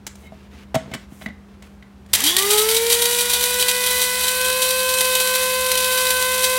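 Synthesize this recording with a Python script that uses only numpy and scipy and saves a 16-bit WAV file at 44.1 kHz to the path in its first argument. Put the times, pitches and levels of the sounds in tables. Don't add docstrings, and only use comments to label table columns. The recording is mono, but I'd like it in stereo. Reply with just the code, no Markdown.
import sys
import numpy as np
from scipy import signal
from scipy.fft import rfft, irfft
from scipy.io import wavfile

SR = 44100
rng = np.random.default_rng(int(sys.argv[2]) if len(sys.argv) > 2 else 0)


def inscribe(sig):
    pcm = np.round(np.clip(np.atleast_2d(sig).T, -1, 1) * 32767)
    wavfile.write(sys.argv[1], SR, pcm.astype(np.int16))


N = 290178
TIME_S = np.arange(N) / SR

# frequency in Hz, level in dB, unsteadiness from 0 to 1.
FAN_TONES = [(56, -55, 0.1), (75.4, -52.5, 0), (121.6, -61, 0), (199.8, -47.5, 0)]
# frequency in Hz, relative density in dB per Hz.
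FAN_AIR_COLOUR = [(20, -71), (40, -33.5), (70, 16), (100, -3), (150, 0.5), (230, -0.5), (310, -5.5),
                  (400, -2.5), (550, -10), (1000, -11.5), (2500, -20.5), (6000, -29.5), (16000, -39)]

# start in seconds, length in seconds, rustle in dB, fine hiss in dB.
GLOVE_RUBS = [(0.09, 0.04, -57, -62), (0.15, 0.12, -57, -59), (0.29, 0.18, -55.5, -70),
              (0.495, .14, -48.5, -64), (0.86, 0.18, -51, -66), (1.08, 0.17, -57, -56.5),
              (1.19, .075, -63, -59), (1.47, 0.08, -58.5, -75), (1.625, .048, -51.5, -62),
              (1.68, .07, -63, -71), (2.082, 0.056, -51, -58)]
# frequency in Hz, relative density in dB per Hz.
RUSTLE_COLOUR = [(300, 5), (900, -4), (2600, -1.5), (3600, -6), (6000, -13), (16000, -34)]
# frequency in Hz, relative density in dB per Hz.
HISS_COLOUR = [(2000, -41), (6000, 1), (9000, 2), (16000, -3)]
# start in seconds, length in seconds, singing rim in dB, dull judder in dB.
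LID_SLIDES = [(0.213, 0.078, -52, -48), (0.51, 0.082, -66, -57), (0.665, 0.027, -57, -68),
              (0.77, 0.13, -68, -40.5), (0.92, .045, -43, -39.5), (1.22, 0.086, -57, -45)]
# frequency in Hz, relative density in dB per Hz.
JUDDER_COLOUR = [(60, -21), (140, 0), (240, 2), (330, -10), (450, -5.5), (750, -13), (1100, -18),
                 (4000, -27), (16000, -58)]
RUB_SWELL_SHARE, RUB_RELEASE_S = 0.29, 0.012

# time in seconds, then relative levels of thump, hollow ring, clack and tick in dB.
CONTACTS = [(0.066, -53, -55, -47, -24.5), (0.074, -50, -54, -49, -32), (0.154, -51, -56, -60, -42),
            (0.32, -39, -33.5, -50, -62), (0.7437, -27, -12, -22.5, -28.5), (0.7513, -29, -30, -17.5, -25),
            (0.759, -15.5, -11.5, -48, -40), (0.914, -30, -32, -35.5, -48), (0.937, -35, -44, -22, -28),
            (0.946, -29, -43, -28.5, -32), (1.12, -34.5, -53, -50, -59), (1.212, -50, -41, -38, -58),
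            (1.22, -43, -41, -34, -54), (1.26, -35, -36, -29, -49), (1.284, -37, -43, -37.5, -61),
            (1.623, -57, -55, -41.5, -45), (1.825, -59, -60, -42, -63), (2.061, -56, -55, -51, -52)]
# frequency in Hz, relative level in dB, t60 in seconds.
BASE_MODES = [(148, 0, .06), (172, -6, .06), (232, -2, .065), (265, -8, .05)]
# frequency in Hz, relative level in dB, t60 in seconds.
HOLLOW_MODES = [(450, -15, .04), (652, 2, .085), (690, -9, .05), (745, -3, .07), (920, -12, .04),
                (1130, -15, .035)]
# frequency in Hz, relative level in dB, t60 in seconds.
LID_MODES = [(1096, -12, 0.061), (1530, -9, .05), (1765, -5, .04), (1990, -4, 0.024), (2155, -8, 0.091),
             (2620, -25, 0.16), (3010, -21, .17), (3800, -18, 0.13)]
# frequency in Hz, relative density in dB per Hz.
CLACK_COLOUR = [(300, 1), (1000, 0), (2000, 1), (3600, -0.5), (4600, -8), (7000, -15), (16000, -23)]
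# frequency in Hz, relative density in dB per Hz.
TICK_COLOUR = [(1000, 1), (4000, 1), (7500, 4.5), (11000, -4.5), (16000, -10)]
# time in seconds, relative level in dB.
LATCH_KNOCKS = [(1.2615, -18.5), (1.826, -40)]
# frequency in Hz, relative level in dB, t60 in seconds.
LATCH_MODES = [(218, -9, 0.16), (1930, -16, 0.024), (2000, 0.5, 0.026), (3370, -27, 0.013)]

# frequency in Hz, relative level in dB, t60 in seconds.
KICK_MODES = [(87, -3.8, 0.48), (136, -4.0, 0.12)]
# frequency in Hz, relative density in dB per Hz.
POD_COLOUR = [(200, -9.5), (500, -6.5), (900, -3), (1400, -10), (1900, 5), (2400, -3.5), (3200, -3.5),
              (6000, -4), (16000, -25)]
# time in seconds, relative level in dB.
SWIRL = [(2.33, -27), (2.47, -19.5), (2.75, -23), (3.12, -20), (3.27, -25), (3.4, -20.5), (3.78, -23.5),
         (3.95, -19), (4.12, -24), (4.22, -18.5), (4.4, -23.5), (4.85, -23.5), (5.18, -20), (5.32, -22),
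         (5.75, -22.5), (6, -20.5), (6.57, -22.5)]
# peak time in seconds, relative level in dB, length in seconds.
BITES = [(2.136, -7.5, 0.007), (2.152, -11, 0.0063), (2.242, -13.5, .009), (2.274, -16.5, 0.029),
         (2.367, -6, 0.0025), (2.389, -14, 0.013), (2.51, -13.5, 0.018), (2.535, -15.5, .009),
         (2.586, -13.5, 0.016), (2.62, -20, 0.008), (2.691, -15.5, .007), (2.716, -17.5, 0.012),
         (2.749, -15, .008), (2.769, -13.5, 0.0078), (2.909, -16.5, 0.018), (2.929, -15, 0.02),
         (3.022, -15.5, .009), (3.056, -13.5, 0.0053), (3.132, -20, 0.0052), (3.19, -17.5, 0.013),
         (3.212, -16, .012), (3.305, -18.5, 0.024), (3.339, -14, 0.014), (3.44, -17, 0.0061),
         (3.603, -18, 0.017), (3.627, -14, 0.0052), (3.689, -14.5, 0.015), (3.841, -19.5, 0.0093),
         (3.866, -19, 0.014), (3.91, -20.5, 0.0092), (4.024, -17.5, 0.026), (4.24, -19, 0.0081),
         (4.284, -18.5, 0.0092), (4.413, -20, 0.01), (4.452, -21.5, 0.02), (4.628, -18, 0.023),
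         (4.709, -20.5, 0.011), (4.894, -19, .01), (4.94, -18, 0.0041), (5.01, -13.5, 0.0072),
         (5.154, -13, 0.0051), (5.204, -15.5, 0.0065), (5.275, -15, 0.0021), (5.357, -19, 0.018),
         (5.718, -13.5, 0.0047), (5.777, -16.5, 0.0068), (5.806, -21, .008), (5.845, -14.5, 0.0029),
         (5.98, -19, 0.012), (6.107, -15, 0.0066), (6.445, -15.5, .01)]
# frequency in Hz, relative density in dB per Hz.
SHOWER_COLOUR = [(500, -1), (1500, -4), (3300, 2.5), (6000, 0.0), (11500, -1.5), (16000, -1.5)]
# frequency in Hz, relative density in dB per Hz.
CRUMB_COLOUR = [(150, -23), (320, -21.5), (420, -13.5), (560, -17), (850, -15), (1250, -14), (1750, -11.5),
                (2300, -7.5), (2750, -6.5), (3300, -3), (4000, -3), (6300, -6), (8200, -0.5), (11600, -1.5),
                (16000, -5)]
# frequency in Hz, width in Hz, lift in dB.
CUP_MODES = [(424, 72, 9.5), (735, 48, 7), (965, 265, 10), (1476, 180, 8.5), (2010, 250, 7), (2460, 120, 6),
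             (3010, 220, 6), (3230, 130, 3.5), (3830, 205, 7.5), (4060, 140, 3.5), (4624, 115, 7),
             (5935, 710, 5.5), (7370, 190, 4), (8800, 550, 2.5), (9850, 150, 5.5), (10520, 220, 3),
             (11600, 430, 3.5)]

# time in seconds, pitch in Hz, level in dB.
RUN_UP_WHISTLE = [(2.22, 2850, -57), (2.25, 3065, -30), (2.285, 3260, -17), (2.32, 3400, -28),
                  (2.36, 3520, -29), (2.38, 3700, -62)]
# time in seconds, pitch offset in Hz.
LOAD = [(2.3, 7.98), (2.6, -11.5), (2.88, -0.16), (3.47, -1.78), (3.56, -0.1), (4.08, -4), (4.15, -3),
        (4.62, 4), (4.87, 4), (5.22, -0.33), (5.63, 0.13), (5.74, -1.04), (6.23, -4), (6.57, -0.2)]
# relative level at full speed in dB, growth with speed in dB per octave,
# swell once only powder is left in dB per second.
WHINE_ORDERS = [(-31.5, 9.5, 0), (-33, 16.5, 2.1), (-30, 21, 0.8), (-43.5, 13, 4.5), (-33, 20.5, -0.5)]
# order, multiples of the ripple frequency added, relative level at full speed in dB.
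UPPER_ORDERS = [(2, 1, -44), (3, -1, -52), (3, 1, -42), (4, -1, -45.5), (4, 1, -43), (5, -1, -50),
                (5, 1, -40), (6, 0, -35), (6, 1, -43), (7, -1, -49), (7, 0, -40), (7, 1, -36), (8, 0, -34),
                (8, 1, -41), (9, 0, -37.5), (10, 0, -41.5), (11, 0, -43), (16, 0, -36.5), (17, 0, -38),
                (19, 0, -37.5), (21, 0, -37), (22, 0, -37), (23, 0, -38)]
# frequency in Hz, width in Hz, lift in dB.
HOUSING = [(295, 41, 11.5), (424.3, 68.5, 16), (467, 25, 7.5), (487.2, 3.5, -6.5), (504.4, 4.1, -4.5),
           (514.2, 15, 6.5), (842, 25, 11), (1034.6, 47, 4.5), (1177, 73, 13.5), (1290, 45, 9.5),
           (1392, 86, -9.5), (1527, 14, 5), (1895, 90, 11.5), (1998, 42, 14), (2578, 144, 6)]
SWITCH_ON_S, POWDER_FROM_S = 2.131, 4.75
FULL_SPEED_HZ, RIPPLE_HZ = 514, 120
SPIN_UP_HZ, SPIN_UP_S = 310.3, 0.150
EASING_HZ, EASING_S = 109.8, 0.820

# frequency in Hz, relative density in dB per Hz.
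ROOM_COLOUR = [(200, -24), (700, -6.5), (1500, 6.0), (2500, 1.0), (8000, 2), (16000, -11.0)]
BASS_CUT_HZ, TOP_CUT_HZ = 42, 15900


def from_db(db):
    return 10 ** (np.asarray(db) / 20)


def rms_one(x):
    return x / np.sqrt(np.mean(x ** 2) + 1e-20)


def in_time(rows):
    time_s, *columns = np.transpose(rows)
    return [np.interp(TIME_S, time_s, column) for column in columns]


def drift(rate_hz):
    step = 40
    r = np.exp(-2 * np.pi * rate_hz * step / SR)
    noise = rng.standard_normal(N // step + 2002)
    slow = signal.lfilter([1], [1, -2 * r, r * r], noise)[2000:]
    return np.interp(np.arange(N) / step, np.arange(len(slow)), rms_one(slow))


def resonance_db(hz, resonances):
    return sum(lift / (1 + (2 * (hz - centre) / width) ** 2) for centre, width, lift in resonances)


def colour(x, spectrum, resonances=(), size=4096):
    hz = np.fft.rfftfreq(size, 1 / SR)
    points_hz, points_db = np.transpose(spectrum)
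    db = np.interp(np.log(hz + 1), np.log(points_hz), points_db)
    db = db + resonance_db(hz, resonances)
    cepstrum = irfft(np.log(from_db(db)))[:size // 2]
    response = irfft(np.exp(rfft(2 * cepstrum, size)))
    return signal.fftconvolve(x, response / np.linalg.norm(response))[:N]


def ring(clicks, modes):
    out = np.zeros(N)
    for hz, db, t60_s in modes:
        r = from_db(-60 / (t60_s * SR))
        w = 2 * np.pi * hz / SR
        sine = signal.lfilter([0, np.sin(w)], [1, -2 * r * np.cos(w), r * r], clicks + 1e-18)
        out += from_db(db) * sine
    return out


def grains(per_s, spread_db):
    sizes = from_db(spread_db * np.minimum(rng.exponential(1, N), 4))
    signs = rng.choice([-1, 1], N)
    return rms_one(sizes * signs * (rng.random(N) < per_s / SR))


def strokes(rows):
    gains = 0
    for start_s, length_s, *levels_db in rows:
        swell = np.clip((TIME_S - start_s) / (RUB_SWELL_SHARE * length_s), 0, 1)
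        release = np.exp(-np.clip((TIME_S - start_s - length_s) / RUB_RELEASE_S, 0, 20))
        gains = gains + np.outer(from_db(levels_db), swell * release)
    return gains


def kitchen(x, wet_db=-13, t60_s=0.3, gap_s=0.0045):
    t = TIME_S[:SR // 2]
    tail = rng.standard_normal(len(t)) * from_db(-60 * t / t60_s) * (t > gap_s)
    wet = signal.fftconvolve(x, tail / np.linalg.norm(tail))[:N]
    return x + from_db(wet_db) * colour(wet, ROOM_COLOUR)


def fan(air_db=-48):
    out = from_db(air_db) * colour(rng.standard_normal(N), FAN_AIR_COLOUR)
    for hz, db, unsteady in FAN_TONES:
        phase = 2 * np.pi * (hz * TIME_S + rng.random())
        in_phase = (1 + unsteady * drift(3.9)) * np.cos(phase)
        quadrature = unsteady * drift(8.4) * np.sin(phase)
        out += np.sqrt(2) * from_db(db) * (in_phase + quadrature)
    return out


def gloves():
    rustle_gain, hiss_gain = strokes(GLOVE_RUBS)
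    rustle = colour(grains(per_s=5000, spread_db=0.0), RUSTLE_COLOUR)
    hiss = colour(grains(per_s=6400, spread_db=4.0), HISS_COLOUR)
    return rustle_gain * rustle + hiss_gain * hiss


def slide(catch_db=3):
    rim_gain, hollow_gain = strokes(LID_SLIDES)
    rim = rms_one(ring(grains(per_s=2700, spread_db=10.0), LID_MODES[4:]))
    hollow = colour(grains(per_s=900, spread_db=0.5), JUDDER_COLOUR, [(660, 120, 5)])
    return rim_gain * rim * from_db(catch_db * drift(30)) + hollow_gain * hollow


def chatter(blows, peak_s):
    r = np.exp(-1 / (peak_s * SR))
    swell = signal.lfilter([np.e * (1 - r)], [1, -2 * r, r * r], blows + 1e-18)
    return swell * grains(per_s=14000, spread_db=3.5)


def lid(thump_db=0.5, hollow_db=-3.5, wall_db=-3, clack_db=-5.5, tick_db=-1.5):
    time_s, *part_db = np.transpose(CONTACTS)
    clicks = np.zeros((4, N))
    clicks[:, (time_s * SR).astype(int)] = from_db(part_db)
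    thump, hollow, clack, tick = clicks
    body = from_db(thump_db) * ring(thump, BASE_MODES) + from_db(hollow_db) * ring(hollow, HOLLOW_MODES)
    body = signal.sosfilt(signal.butter(2, [135, 1100], "band", fs=SR, output="sos"), body)
    body = np.roll(body, int(0.00194 * SR))
    wall = from_db(wall_db) * ring(clack, LID_MODES)
    clacks = from_db(clack_db) * colour(chatter(clack, peak_s=0.003), CLACK_COLOUR)
    ticks = from_db(tick_db) * colour(chatter(tick, peak_s=0.0023), TICK_COLOUR)
    return body + wall + clacks + ticks


def latch():
    snaps = np.zeros(N)
    for time_s, db in LATCH_KNOCKS:
        snaps[int(time_s * SR)] = from_db(db)
    return ring(snaps, LATCH_MODES)


def kick(level_db=-31):
    jolt = np.zeros(N)
    jolt[int(SWITCH_ON_S * SR)] = from_db(level_db)
    return ring(jolt, KICK_MODES)


def pods(level_db=-27, breakup_s=0.77):
    left = np.exp(-np.maximum(TIME_S - SWITCH_ON_S, 0) / breakup_s)
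    knocks = grains(per_s=2500, spread_db=1.0) * left * from_db(1.8 * drift(25))
    return from_db(level_db) * colour(knocks, POD_COLOUR)


def bite_power(bite_db=1.78):
    power = np.zeros(N)
    for peak_s, db, length_s in BITES:
        near = slice(int((peak_s - .05) * SR), int((peak_s + .1) * SR))
        age = (TIME_S[near] - peak_s) / length_s
        strike = .5 + .5 * np.tanh(12 * (age + .38))
        power[near] += from_db(db + bite_db) ** 2 * strike * np.exp(-1.7 * np.maximum(age, 0))
    return power


def nick_power(nick_db=-19.5, per_s=45, decay_s=0.0021):
    nicks = (rng.random(N) < per_s / SR) * np.minimum(rng.exponential(1, N), 3)
    return from_db(nick_db) ** 2 * signal.lfilter([1], [1, -np.exp(-1 / (decay_s * SR))], nicks + 1e-18)


def peppers(phase, ripple, swirl_db=-1.33, clump_db=1.14, blade_share=0.21, ripple_share=0.074):
    swirl = from_db(in_time(SWIRL)[0] + swirl_db + clump_db * drift(33))
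    shower = np.sqrt(bite_power() + nick_power())
    coarse = colour(shower * grains(per_s=9000, spread_db=3.0), SHOWER_COLOUR)
    hail = swirl * grains(per_s=16000, spread_db=2.5) + coarse
    hail *= 1 + blade_share * np.cos(phase) + ripple_share * np.cos(ripple)
    return colour(hail, CRUMB_COLOUR, CUP_MODES)


def run_up_whistle(roughness_hz=190):
    pitch_hz, db = in_time(RUN_UP_WHISTLE)
    phase = 2 * np.pi * np.cumsum(pitch_hz) / SR
    rough = drift(roughness_hz) * np.cos(phase) + drift(roughness_hz) * np.sin(phase)
    return from_db(db) * rough * (TIME_S < RUN_UP_WHISTLE[-1][0])


def motor_pitch():
    age_s = np.maximum(TIME_S - SWITCH_ON_S, 0)
    spin_up = SPIN_UP_HZ * np.exp(-age_s / SPIN_UP_S)
    easing = EASING_HZ * np.exp(-age_s / EASING_S)
    return FULL_SPEED_HZ - spin_up - easing + in_time(LOAD)[0]


def rotor(wander=0.000902):
    ripple = 2 * np.pi * RIPPLE_HZ * TIME_S
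    phase = 2 * np.pi * np.cumsum(motor_pitch() * (1 + wander * drift(9.43))) / SR
    return phase, ripple


def whine(phase, ripple, low_db=0.58, upper_db=0.5, flutter_db=0.64, shake_rad=0.022,
          early_shake_rad=0.096, settle_s=0.5):
    pitch_hz = motor_pitch()
    speed = np.maximum(pitch_hz, 1) / FULL_SPEED_HZ
    coarse = np.exp(-np.maximum(TIME_S - SWITCH_ON_S, 0) / settle_s)
    powder_s = np.maximum(TIME_S - POWDER_FROM_S, 0)
    phase = phase + (shake_rad + early_shake_rad * coarse) * drift(25)
    out = np.zeros(N)
    for order, (full_db, growth_db, swell_db) in enumerate(WHINE_ORDERS, 1):
        db = full_db + growth_db * np.log2(speed) + swell_db * powder_s
        db = db + resonance_db(order * pitch_hz, HOUSING)
        flutter = flutter_db * np.sqrt(order) * drift(8) + 1.7 * order * coarse * drift(28)
        out -= from_db(db + low_db + flutter) * np.cos(order * phase)
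    for order, side, db in UPPER_ORDERS:
        level = from_db(db + upper_db + 2.0 * drift(4)) * speed ** 4
        out += level * np.cos(round(order) * phase + round(side) * ripple + rng.uniform(0, 2 * np.pi))
    return out


def scene():
    phase, ripple = rotor()
    running = np.clip((TIME_S - SWITCH_ON_S) / .003, 0, 1)
    handling = gloves() + slide()
    grinding = running * (pods() + peppers(phase, ripple) + run_up_whistle())
    in_room = kitchen(lid() + latch() + grinding)
    sound = fan() + handling + in_room + kick() + running * whine(phase, ripple)
    return np.array([sound, sound])


def record(dry):
    thinned = signal.sosfilt(signal.butter(4, BASS_CUT_HZ, "high", fs=SR, output="sos"), dry)
    rounded = np.tanh(thinned)
    return signal.sosfilt(signal.ellip(12, .1, 80, TOP_CUT_HZ, fs=SR, output="sos"), rounded)


dry = scene()
out = record(dry)
inscribe(out)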